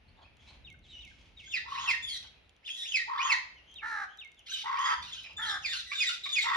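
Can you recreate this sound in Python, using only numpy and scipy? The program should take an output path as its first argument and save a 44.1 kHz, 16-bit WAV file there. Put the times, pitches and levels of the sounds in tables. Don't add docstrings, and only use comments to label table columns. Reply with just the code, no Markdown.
import sys
import numpy as np
from scipy import signal
from scipy.fft import rfft, irfft, next_fast_len
from scipy.io import wavfile
from scipy.ndimage import map_coordinates

SR = 44100
rng = np.random.default_rng(int(sys.argv[2]) if len(sys.argv) > 2 else 0)


def to_wav(sig):
    pcm = np.clip(np.atleast_2d(sig), -1, 1) * 32767
    pcm = np.round(pcm).astype(np.int16)
    wavfile.write(sys.argv[1], SR, pcm.T)


N = 289296


def amp(db):
    return 10 ** (np.asarray(db) / 20)


def unit(x):
    return x / np.sqrt(np.mean(x ** 2) + 1e-20)


def along(points, hz):
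    freqs, values = np.transpose(points)
    return np.interp(np.log(hz + 1), np.log(freqs + 1), values)


def wobble(n, rate):
    return map_coordinates(rng.standard_normal(int(n * rate / SR) + 4), [np.arange(n) * rate / SR])


def filtered(x, response):
    n = x.shape[-1]
    padded = next_fast_len(n + 8192)
    return irfft(rfft(x, padded) * response(np.fft.rfftfreq(padded, 1 / SR)), padded)[..., :n]


def coloured(x, spectrum):
    return unit(filtered(x, lambda hz: amp(along(spectrum, hz))))


def resonate(x, modes, order=1):
    return filtered(x, lambda f: sum(
        amp(db) * (1j * f * width / (hz * hz - f * f + 1j * f * width)) ** order
        for hz, width, db in modes))


def bend(x, speed):
    return map_coordinates(x, [np.cumsum(speed)], mode="mirror")


def envelope(length, attack_s, release_s, swell_db):
    t = np.arange(int(length * SR)) / SR
    ramp = np.clip(np.minimum(t / attack_s, (length - t) / release_s), 0, 1)
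    return np.sin(np.pi / 2 * ramp) ** 2 * amp(swell_db * (t / length - .5))


def gesture(rows, fade_s):
    times, *columns = np.transpose(rows)
    t = np.arange(times[0] - fade_s, times[-1] + fade_s, 1 / SR)
    ramp = np.clip(np.minimum(t - t[0], t[-1] - t) / fade_s, 0, 1)
    return t[0], np.sin(np.pi / 2 * ramp) ** 2, [np.interp(t, times, c) for c in columns]


def add(track, start, x):
    i = max(round(start * SR), 0)
    track[i:i + len(x)] += x[:max(N - i, 0)]


def cycles(hz):
    return 2 * np.pi * np.cumsum(hz) / SR


def pulses(n, rate, jitter, scatter_db):
    turns = np.floor(np.cumsum(rate * np.exp(jitter * wobble(n, rate))) / SR)
    return np.diff(turns, prepend=-1) * amp(scatter_db * wobble(n, rate))


# time in seconds, level in dB.
RUMBLE_LEVELS = [(0.0, -68), (.12, -61), (.2, -67), (0.67, -59), (1.5, -65), (1.9, -62), (2.44, -70),
                 (2.64, -77), (3.85, -68), (4.13, -77), (4.91, -70.5), (5.01, -59), (5.29, -71),
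                 (5.38, -58.5), (6.06, -74), (6.5, -68.5)]
# frequency in Hz, level in dB.
RUMBLE_COLOUR = [(13, -42.5), (22, -18), (48, 6), (70, 6.5), (129, -4), (313, -13), (413, -21),
                 (468, -21.5), (600, -23), (780, -26), (1320, -120)]
HISS_COLOUR = [(88, -31), (150, -8), (387, -8), (860, -8.5), (1100, -13), (1840, -10.5), (2440, -7.5),
               (2770, -7.5), (4500, -21), (6280, -29.5), (8000, -36), (12700, -25.5), (16500, -67),
               (22000, -120)]
def outdoors(hiss_db=-68.5, width=0.226, follow=0.033):
    level_db = np.interp(np.arange(N) / SR, *np.transpose(RUMBLE_LEVELS))
    mid, side = coloured(rng.standard_normal((2, N)), RUMBLE_COLOUR)
    rumble = amp(level_db + 0.31 * wobble(N, 33)) * np.array([mid + width * side, mid - width * side])
    hiss = coloured(rng.standard_normal((2, N)) + 0.55 * rng.standard_normal(N), HISS_COLOUR)
    return rumble + hiss * amp(hiss_db + follow * (level_db - level_db.mean()) + 1.53 * wobble(N, 6.3))


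# frequency in Hz, seconds to fade by 60 dB.
YARD_DECAY = [(300, 0.68), (1000, .42), (2200, 0.489), (5000, .4494), (11000, .29)]
def yard(x, tail_db, early_db=-5, wall_db=-7, count=8):
    hz, t, noise = signal.stft(rng.standard_normal((2, SR * 3 // 4)), SR, nperseg=256)
    decay = amp(-60 * t / along(YARD_DECAY, hz)[:, None])
    build_up = 1 - np.exp(-t / 0.0024)
    tail = signal.istft(noise * decay * build_up, SR, nperseg=256)[1]
    response = amp(tail_db) * tail / np.linalg.norm(tail[0])
    for channel in response:
        for first_s, last_s, db in (.0012, .014, early_db), (.025, .075, tail_db + wall_db):
            delays = (rng.uniform(first_s, last_s, count) * SR).astype(int)
            channel[delays] += rng.choice([-1, 1], count) * amp(db) / np.sqrt(count)
    return signal.fftconvolve(x[None], response, axes=1)[:, :N]


# frequency in Hz, how far the left leads in radians, left minus right in dB.
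MIC_DIFFERENCES = [(298, -1, 16), (794, 1.5, 1.5), (1030, 2, 1), (1315, 1.57, 0), (1655, 1.56, -7.5),
                   (2386, 0.52, -6), (3025, 2.01, -1), (3663, 2.5, 0.5), (3970, 1.3, 2.5), (4680, 1.5, -1),
                   (6270, -2.5, -1), (11000, -1.35, -0.5)]
def place(x, aside):
    half = aside * np.array([[.5], [-.5]])
    rows = np.array(MIC_DIFFERENCES)
    lead, balance = rows[:, :2], rows[:, ::2]
    return filtered(x, lambda hz: amp(half * along(balance, hz)) * np.exp(1j * half * along(lead, hz)))


# start in seconds, length in seconds, level in dB.
CHATTER_BOUTS = [(0.36, 0.25, -67), (0.801, 0.56, -68.5), (1.345, 0.18, -59)]
# frequency in Hz, level in dB.
CHATTER_COLOUR = [(710, -55), (1200, -46), (2140, -3.5), (2940, -7.5), (3270, 0), (3670, -10.5),
                  (4670, -14), (6110, -15.5), (12000, -34), (15600, -89.5), (22000, -120)]
def chatter(ragged_db=3):
    out = np.zeros(N)
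    for start, length, db in CHATTER_BOUTS:
        gate = envelope(length, attack_s=0.1, release_s=0.11, swell_db=-3)
        source = pulses(len(gate), rate=1200, jitter=.15, scatter_db=4.5)
        source *= amp(ragged_db * wobble(len(gate), 69))
        add(out, start, gate * amp(db) * coloured(source, CHATTER_COLOUR))
    return out


# start and length in seconds, first and last pitch in Hz, level in dB.
NEAR_TWITTERS = [(0.074, 0.031, 4100, 4556, -66.5), (0.162, 0.042, 3600, 3866, -73),
                 (0.207, 0.0462, 3384, 3170, -63), (0.221, 0.043, 4400, 4173, -69),
                 (.23, 0.0442, 2380, 2585, -60), (0.256, 0.045, 2700, 2260, -64.5),
                 (0.379, 0.057, 3465, 3010, -64), (0.456, 0.0746, 3810, 4280, -58.5),
                 (0.738, 0.0175, 1582, 1516, -60.5), (0.816, 0.075, 4477, 2523, -63),
                 (0.869, 0.0845, 3870, 3690, -54.5), (0.904, 0.096, 3041, 2850, -50),
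                 (0.979, 0.0294, 2939, 2990, -49.5), (1.106, 0.024, 1612, 1548, -61),
                 (1.471, 0.02, 1626, 1530, -57.5), (2.317, 0.107, 2676, 2300, -69),
                 (3.55, 0.0723, 3310, 2504, -59.5), (3.646, 0.13, 3169, 3204, -56.5),
                 (4.064, 0.108, 2975, 3420, -60), (4.358, 0.07, 3920, 2300, -58.5)]
def twitters(jitter=0.0366, octave_db=-18, far_db=-75, far_hz=3500, far_s=0.078, spread=0.48, count=16):
    out = np.zeros(N)
    times = (np.arange(count) + rng.random(count)) * N / SR / count
    far = [(s, far_s, *(far_hz * np.exp(spread * rng.standard_normal(2))), far_db) for s in times]
    for start, length, start_hz, end_hz, db in NEAR_TWITTERS + far:
        n = int(length * SR)
        phase = cycles(np.linspace(start_hz, end_hz, n) * (1 + jitter * wobble(n, 800)))
        tone = np.sin(phase) + amp(octave_db) * np.sin(2 * phase)
        add(out, start, amp(db) * np.hanning(n) * tone)
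    return out


# start and length in seconds, level in dB, treble boost in dB.
RUSTLES = [(0.151, 0.14, -61.5, -7), (0.395, 0.22, -70.5, -3), (1.194, .08, -72, 25),
           (1.296, 0.106, -74, 25.5), (2.211, 0.0746, -64.5, 2.5), (5.198, 0.21, -65.5, 5)]
# frequency in Hz, level in dB.
FEATHER_COLOUR = [(400, -9), (900, 7), (1500, -4.5), (2700, -17), (4500, -7), (7000, -42), (12000, -42)]
def rustles(grain_db=4, treble_hz=8000):
    out = np.zeros(N)
    for start, length, db, treble_db in RUSTLES:
        n = int(length * SR)
        brush = coloured(rng.standard_normal(n) * amp(grain_db * wobble(n, 137.04)), FEATHER_COLOUR)
        brush = filtered(brush, lambda hz: amp(treble_db * np.minimum(hz / treble_hz, 2)))
        add(out, start, amp(db) * np.hanning(n) * unit(brush))
    return out


# start in seconds, level in dB, frequency in Hz below which it thins out.
TICKS = [(0.369, -50, 4000), (0.702, -42.5, 2500), (0.727, -45, 9000), (0.7914, -53, 3000),
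         (1.051, -39, 5000), (2.494, -46.5, 2000), (2.565, -52, 2000), (3.548, -57, 4974),
         (3.715, -49, 6920), (3.742, -39.5, 5267), (4.1738, -42.5, 5000), (4.2025, -41, 9000),
         (4.248, -42.5, 5500), (4.276, -53, 6000), (4.318, -43, 2500), (4.346, -53, 3000),
         (4.393, -38.5, 6500), (4.6446, -41.5, 6000), (5.236, -35, 10000), (5.334, -46, 8000)]
# frequency in Hz, width in Hz, level in dB.
TICK_RESONANCES = [(3350, 890, -5.5), (6140, 1090, -12.5), (10600, 13000, -24.5), (14500, 2770, -14)]
def ticks(level_db=-1, decay_s=.006):
    out, t = np.zeros(N), np.arange(SR // 20) / SR
    for start, db, low_hz in TICKS:
        crack = resonate(rng.standard_normal(len(t)) * amp(-60 * t / decay_s), TICK_RESONANCES)
        crack = signal.sosfilt(signal.butter(2, low_hz, "highpass", fs=SR, output="sos"), crack)
        add(out, start, amp(db + level_db) * crack / np.abs(crack).max())
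    return out


# start in seconds, level in dB.
CHIRPS = [(0.644, -55.5), (1.005, -56), (1.369, -55), (3.755, -50.5), (4.184, -50)]
# seconds into the chirp, pitch in Hz, level change in dB.
CHIRP_SHAPE = [(0, 3966, -11.5), (.007, 3703, 8.5), (.021, 3583, -3), (.032, 2891, 7), (.04, 2656, 5),
               (.049, 2380, -8.5), (.07, 2158, 3.5), (.1, 2131, -6.5)]
def chirps(octave_db=-31):
    out = np.zeros(N)
    for start, db in CHIRPS:
        offset, gate, (hz, change_db) = gesture(CHIRP_SHAPE, fade_s=0.008)
        phase = cycles(hz * (1 + 0.0021 * wobble(len(hz), 99)))
        tone = np.sin(phase) + amp(octave_db) * np.sin(2 * phase)
        add(out, start + offset, gate * amp(db + change_db) * tone)
    return out


# start in seconds, length in seconds, level in dB.
GRUNTS = [(3.814, .255, -39), (5.374, .226, -40)]
# share of the length, pitch in Hz, treble change in dB.
GRUNT_SHAPE = [(0, 404, -8.5), (0.271, 456, 1.5), (.42, 436, 1), (.6, 411, -1), (.82, 400, -2.5),
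               (1, 365.4, 1)]
# frequency in Hz, level in dB.
GRUNT_THROAT = [(150, -57), (290, -15), (450, -21), (600, -19), (830, -10.5), (1110, -11), (1320, -2),
                (1750, 0.5), (2180, -17), (2620, -28), (3400, -30), (4050, -21), (4700, -34), (5600, -28.5),
                (7000, -36), (11000, -42), (13000, -61)]
def grunts(flutter_hz=70, flutter_db=3, swing=0.06, hiss=.36, treble_hz=3000, lift=.3):
    out = np.zeros(N)
    share, *columns = np.transpose(GRUNT_SHAPE)
    for start, length, db in GRUNTS:
        gate = envelope(length, attack_s=0.025, release_s=0.0399, swell_db=3)
        n = len(gate)
        hz, treble_db = (np.interp(np.linspace(0, 1, n), share, c) for c in columns)
        flutter = np.sin(cycles(flutter_hz * (1 + 0.173 * wobble(n, 41.87))))
        phase = cycles(hz * (1 + swing * flutter + 0.02073 * wobble(n, 198.1)))
        buzz = unit(sum(np.cos(k * phase + rng.uniform(0, 2 * np.pi)) for k in range(2, 28)))
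        source = amp(flutter_db * flutter) * (buzz + hiss * rng.standard_normal(n))
        voice = coloured(source, GRUNT_THROAT)
        voice = bend(voice, 1 + lift * (hz / hz.mean() - 1))
        dull = filtered(voice, lambda f: 1 / (1 + (f / treble_hz) ** 8))
        add(out, start, gate * amp(db) * (dull + amp(treble_db) * (voice - dull)))
    return out


# start and length in seconds, level in dB, swell from start to end in dB.
RASPS = [(1.674, 0.24, -50, 8), (2.075, 0.211, -60, -3), (4.456, 0.068, -48.5, 7.5),
         (4.508, 0.13, -45.5, 1), (5.019, 0.0226, -43, -17), (5.03, 0.227, -52, -3.5),
         (5.718, 0.145, -49, -11), (5.91, 0.27, -46, 1), (6.347, 0.042, -45, -8), (6.405, 0.0676, -40.5, 1)]
# frequency in Hz, level in dB.
RASP_THROAT = [(900, -60), (1600, 7), (2400, -5), (3100, 7.5), (3900, 4.5), (4800, -3), (6000, -5),
               (7200, -15), (9000, -17.5), (11500, -17), (14000, -21)]
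def rasps(pitch_hz=1250, jitter=0.0507, wander=0.1, crackle_db=2, burst_db=2):
    out = np.zeros(N)
    for start, length, db, swell_db in RASPS:
        gate = envelope(length, attack_s=0.014, release_s=0.014, swell_db=swell_db)
        n = len(gate)
        phase = cycles(pitch_hz * np.exp(wander * wobble(n, 70) + jitter * wobble(n, 1200)))
        buzz = sum(np.cos(k * phase + rng.uniform(0, 2 * np.pi)) for k in range(1, 11))
        source = buzz * amp(crackle_db * wobble(n, 273) + burst_db * wobble(n, 51.8))
        add(out, start, gate * amp(db) * coloured(source, RASP_THROAT))
    return out


# start, length and fade-in in seconds, then level, swell and beak loudness in dB.
GROWLS = [(1.624, 0.2933, 0.076, -43.5, -1, -9), (3.057, .295, .06, -36, -0.5, -9.5),
          (4.625, .325, 0.049, -35, -0.5, -5.5), (6.419, 0.3, 0.072, -34.5, -1.5, 0.5)]
# share of the length, pitch in Hz.
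GROWL_PITCH = [(0, 799.6), (.18, 1000), (.4, 1046), (.85, 1030), (1, 908)]
# frequency in Hz, width in Hz, level in dB.
GROWL_THROAT = [(1028, 220, -3.5), (1213, 550, 1)]
GROWL_BEAK = [(1323.7, 535, 3.5), (1888, 200, 6.5), (2600, 790, -6), (3153, 560, -5.5), (4300, 900, -13)]
def growls(slow_hz=42, fast_hz=130, croak_db=5.5, uneven_db=3, swing=0.065, jitter=0.04,
           puff_s=0.007, hiss=.14, opening_db=6, cutoff_hz=890):
    out = np.zeros(N)
    for start, length, attack_s, db, swell_db, beak_db in GROWLS:
        gate = envelope(length, attack_s, release_s=0.017, swell_db=swell_db)
        n = len(gate)
        share = np.linspace(0, 1, n)
        hz = np.interp(share, *np.transpose(GROWL_PITCH))
        beat = cycles(slow_hz * (fast_hz / slow_hz) ** share * np.exp(.3 * wobble(n, 90)))
        strength = amp(croak_db * np.cos(beat) + uneven_db * wobble(n, 70.14))
        phase = cycles(hz * (1 + swing * np.sin(beat) + jitter * wobble(n, 419)))
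        croaks = unit(strength * np.sin(phase))
        puff_starts = np.diff(np.floor(beat / (2 * np.pi)), prepend=0)
        puff_fades = signal.lfilter([1], [1, -np.exp(-1 / (puff_s * SR))], puff_starts)
        puffs = unit(puff_fades * rng.standard_normal(n))
        throat = croaks + hiss * unit(resonate(puffs, GROWL_THROAT, order=2))
        beak = amp(beak_db + opening_db * (share - .5)) * unit(resonate(puffs, GROWL_BEAK, order=2))
        voice = throat + bend(beak, 1 + 0.0249 * wobble(n, 34.94))
        voice = filtered(voice, lambda f: 1 / np.sqrt(1 + (cutoff_hz / (f + 1)) ** 20))
        add(out, start, gate * amp(db) * voice)
    return out


# frequency in Hz, width in Hz, level in dB.
HOARSE_RESONANCES = [(2016, 720, -5.5), (3157, 560, 6.5), (3950, 790, -1.5), (5024, 430, 1),
                     (6350, 670, -6), (10100, 2600, -18)]
def hoarseness(n, rate=1300, shift=.035):
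    slaps = pulses(n, rate, jitter=.35, scatter_db=0)
    ringing = resonate(slaps, HOARSE_RESONANCES, order=2)
    return unit(bend(ringing, 1 + shift * wobble(n, 45.1)))


def syrinx(hz, second_db, third_db, rolloff_db, rough,
           jitter=0.0689, lurch=0.0435, flutter_db=2, hoarse_db=-9, shimmer_db=4, falter_db=3.5):
    n = len(hz)
    slack = rough * np.sqrt(2500 / hz)
    waver = slack * (jitter * wobble(n, 1400) + lurch * wobble(n, 220)) + .01 * wobble(n, 110)
    phase = cycles(hz * (1 + waver))
    fray = (slack + .05) * wobble(n, 850)
    upper_db = [third_db + k * rolloff_db for k in range(5) if (k + 3) * hz.max() < SR / 2]
    tone = sum(amp(db + flutter_db * wobble(n, 90.5)) * np.sin(k * phase + (k - 1) ** .7 * fray)
               for k, db in enumerate([0, second_db] + upper_db, 1))
    hoarse = amp(hoarse_db) * rough * np.hypot(1, amp(second_db)) * hoarseness(n)
    strength = unit(amp(shimmer_db * slack * wobble(n, 298.7) + falter_db * rough * wobble(n, 89.2)))
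    return (np.sqrt(2) * tone + hoarse) * strength


def sweeps(notes, shape, level_db, rolloff_db=-8):
    out = np.zeros(N)
    for start, length, start_hz, end_hz, db, swell_db, second_db, third_db, rough in notes:
        rows = [(start + share * length, way, loud + swell_db * (share - .5), bright, harsh)
                for share, way, loud, bright, harsh in shape]
        onset, gate, (glide, effort_db, bright_db, strain) = gesture(rows, fade_s=.007)
        hz = start_hz + (end_hz - start_hz) * glide
        voice = syrinx(hz, second_db + bright_db, third_db + bright_db, rolloff_db, rough * strain)
        add(out, onset, gate * amp(level_db + db + effort_db) * voice)
    return out


def slurs(notes, attack_s, release_s, rolloff_db, level_db):
    out = np.zeros(N)
    for start, length, start_hz, end_hz, db, swell_db, second_db, third_db, rough in notes:
        gate = envelope(length, attack_s, release_s, swell_db)
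        voice = syrinx(np.geomspace(start_hz, end_hz, len(gate)), second_db, third_db, rolloff_db, rough)
        add(out, start, gate * amp(level_db + db) * voice)
    return out


# start and length in seconds, first and last pitch in Hz,
# level and swell in dB, second and third harmonic in dB, roughness from 0 to 1.
SQUAWKS = [(1.514, 0.1051, 3415, 1814, -36, -8, -7.5, -21, 0.46),
           (1.858, 0.1108, 3510, 1880, -31.5, -1, -12.5, -17.5, 0.51),
           (2.918, 0.11, 3355, 1873, -31, -1.5, -9, -19, .27),
           (3.277, .1, 3255, 1897, -29.5, 3, -12, -18, 0.42),
           (5.624, 0.1, 3154, 1840, -39, 2, -3, -14.5, 0.41),
           (5.99, 0.0919, 3080, 1898, -33.5, -2, -7, -10.5, 0.38),
           (6.352, .08, 2950, 1980, -31.5, -7, -9, -17, 0.4)]
SCOOPS = [(1.752, 0.11, 1930, 3420, -46, -9, -5.5, -40, 0.65),
          (2.632, 0.0387, 2030, 3412, -55.5, 17, -18, -24, 0.87),
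          (2.832, 0.092, 1950, 3418, -46.5, 7, -8.5, -24, .65),
          (3.181, 0.1, 1850, 3402, -39, -6.5, -7, -25, 0.513),
          (4.475, .075, 1950, 3760, -53, 15, -8.5, -16.5, .5),
          (4.757, 0.0755, 1990, 3290, -46, -1, -6.5, -19, .7)]
WHISTLES = [(1.455, 0.085, 3305, 3580, -53, 11, -7, -33.5, .3),
            (2.02, 0.046, 3560, 3383, -40.5, 6, -12.5, -21, .2),
            (2.064, .1, 3398, 3165, -43.5, -14, -26, -12, .3),
            (2.668, 0.041, 3251, 2256, -44.5, -6, -18, -18.5, 0.91),
            (2.69, .16, 3210, 3601, -44.5, -6, -17, -18.5, 0.46),
            (4.495, 0.029, 6340, 5730, -44, 0, -35, -40, .2),
            (4.505, 0.049, 3950, 3800, -45.5, 14.5, -6, -9.5, .25),
            (4.53, .095, 3142, 2855, -45, -2, -11, -23, 0.56),
            (4.835, .1, 3412, 3080, -44, -5, -7.5, -34, .35),
            (5.022, .026, 5025, 3730, -50, 2, -33, -30, .4),
            (5.118, .048, 3550, 2770, -48, -9, -10.5, -22.5, 0.51),
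            (5.172, 0.039, 3078, 2990, -46, -3, -20.5, -37.5, 0.27),
            (5.235, .1164, 2460, 2755, -54, -1, -33.5, -29, 0.99),
            (5.363, 0.0502, 3577, 3485, -42, 4, -10.5, -25, 0.094),
            (5.41, 0.059, 3390, 3199, -40, 11, -22, -18, 0.53),
            (5.615, 0.0349, 3480, 3050, -59, 11, -1, -24, 0.52),
            (5.655, 0.0916, 3655, 3502, -44, 8, -10.5, -17, 0.55),
            (5.945, .085, 3760, 3390, -39.5, 5, -7, -23, 0.305),
            (6.062, 0.044, 3846, 3460, -35, -11, -8, -19, 0.3),
            (6.12, 0.022, 3630, 3505, -34, -1.5, -32, -45, 0.17),
            (6.23, 0.104, 3706, 3540, -42, 2, -15, -19.5, 0.595),
            (6.32, 0.0477, 3560, 3433, -35, -12, -7.5, -18.5, 0.38),
            (6.405, 0.044, 3795, 3570, -37.5, -6, -6, -17, 0.49),
            (6.47, .04, 3650, 3550, -43, 0, -18, -20.5, 0.25),
            (6.535, 0.0277, 3590, 3487, -41.5, 0, -12, -20, 0.4)]
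YELPS = [(2.078, 0.1, 2375, 1844, -55, -2.5, 13, 1.5, 0.44),
         (2.76, .1144, 1962, 1796, -63.5, -5, 16, 9, 0.218),
         (4.838, .1096, 1677, 1584, -48, -2, -8.5, -6, 0.26),
         (5.445, .06, 2219, 1890, -55, 11, 13.5, 2.5, 0.56),
         (5.495, .075, 1803, 1730, -54.5, -15, 10.5, 3, 0.36),
         (5.718, .0557, 1708, 1385, -46.5, -7, 2, -11.5, 0.68),
         (5.718, 0.093, 2376, 1837, -62, -1, 20.5, 10, 0.44),
         (5.855, .062, 2079, 1915, -51, 3, 1, -8.5, 0.37),
         (5.908, 0.0323, 1121, 1189, -48.5, -7, 12, 1, 0.393),
         (5.925, 0.0391, 1667, 1573, -45.5, -5.5, -6, -10, 0.44),
         (6.078, 0.0485, 1554, 1392, -44, -16, 3, 0, 0.46),
         (6.25, 0.029, 1141, 1238, -46.5, -2, 7.5, -2, 0.7),
         (6.28, 0.0475, 1190, 1173, -59, -3, 6, 5.5, 0.22)]
# share of the length, share of the pitch slide,
# level change in dB, overtone change in dB, roughness factor.
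SQUAWK_SHAPE = [(0, 0.02, -20, 0, 0.46), (.17, .44, -7.5, -2, 1), (.27, .5, 4, -8, 0.46),
                (.38, .63, -1.5, 2, 1.33), (.49, .83, 1, 0, 1.25), (.68, 0.9544, -6.5, -2.5, 0.96),
                (1.001, 1, -12.5, -4.5, 0.72)]
SCOOP_SHAPE = [(0, 0, -12, 3.5, 1.06), (.27, .4, 1.5, -21, 1.2), (.48, .78, -4.5, 1.5, 1.17),
               (.77, 1, -1.5, 2.5, .6), (1, .9, 1.5, -2.5, 0.83)]
# frequency in Hz, boost in dB.
WINDPIPE_COLOUR = [(1700, 0), (2600, -1), (3100, -1.5), (3500, 0.5), (4400, -2), (4950, 4), (5600, -2),
                   (6100, -2.5), (6700, 1.5), (7600, -2), (10000, -2)]
def squeals():
    voice = sweeps(SQUAWKS, SQUAWK_SHAPE, level_db=1.5)
    voice += sweeps(SCOOPS, SCOOP_SHAPE, level_db=2.5)
    voice += slurs(WHISTLES, attack_s=0.011, release_s=0.017, rolloff_db=-12, level_db=0.7)
    voice += slurs(YELPS, attack_s=0.0196, release_s=0.00347, rolloff_db=-3.5, level_db=-0.5)
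    return filtered(voice, lambda hz: amp(along(WINDPIPE_COLOUR, hz)))


def scene():
    loud = squeals() + rasps() + growls()
    soft = grunts() + chirps() + rustles()
    taps = ticks()
    far = twitters() + chatter()
    direct = place(loud, aside=0.87) + place(soft + taps, aside=0.548) + far
    echoes = yard(loud, tail_db=-5.5) + yard(soft + taps / 2, tail_db=-8) + yard(far, tail_db=-3)
    return direct + echoes + outdoors()


# frequency in Hz, boost in dB.
MIC_COLOUR = [(6000, 1.5), (7250, -2), (8000, -8), (9200, -1), (11000, -5.5), (12800, -19.5),
              (14200, -23.5), (15400, -33)]
def record(dry, top_hz=15400):
    return filtered(dry, lambda hz: amp(along(MIC_COLOUR, hz)) * (hz < top_hz))


dry = scene()
out = record(dry)
to_wav(out)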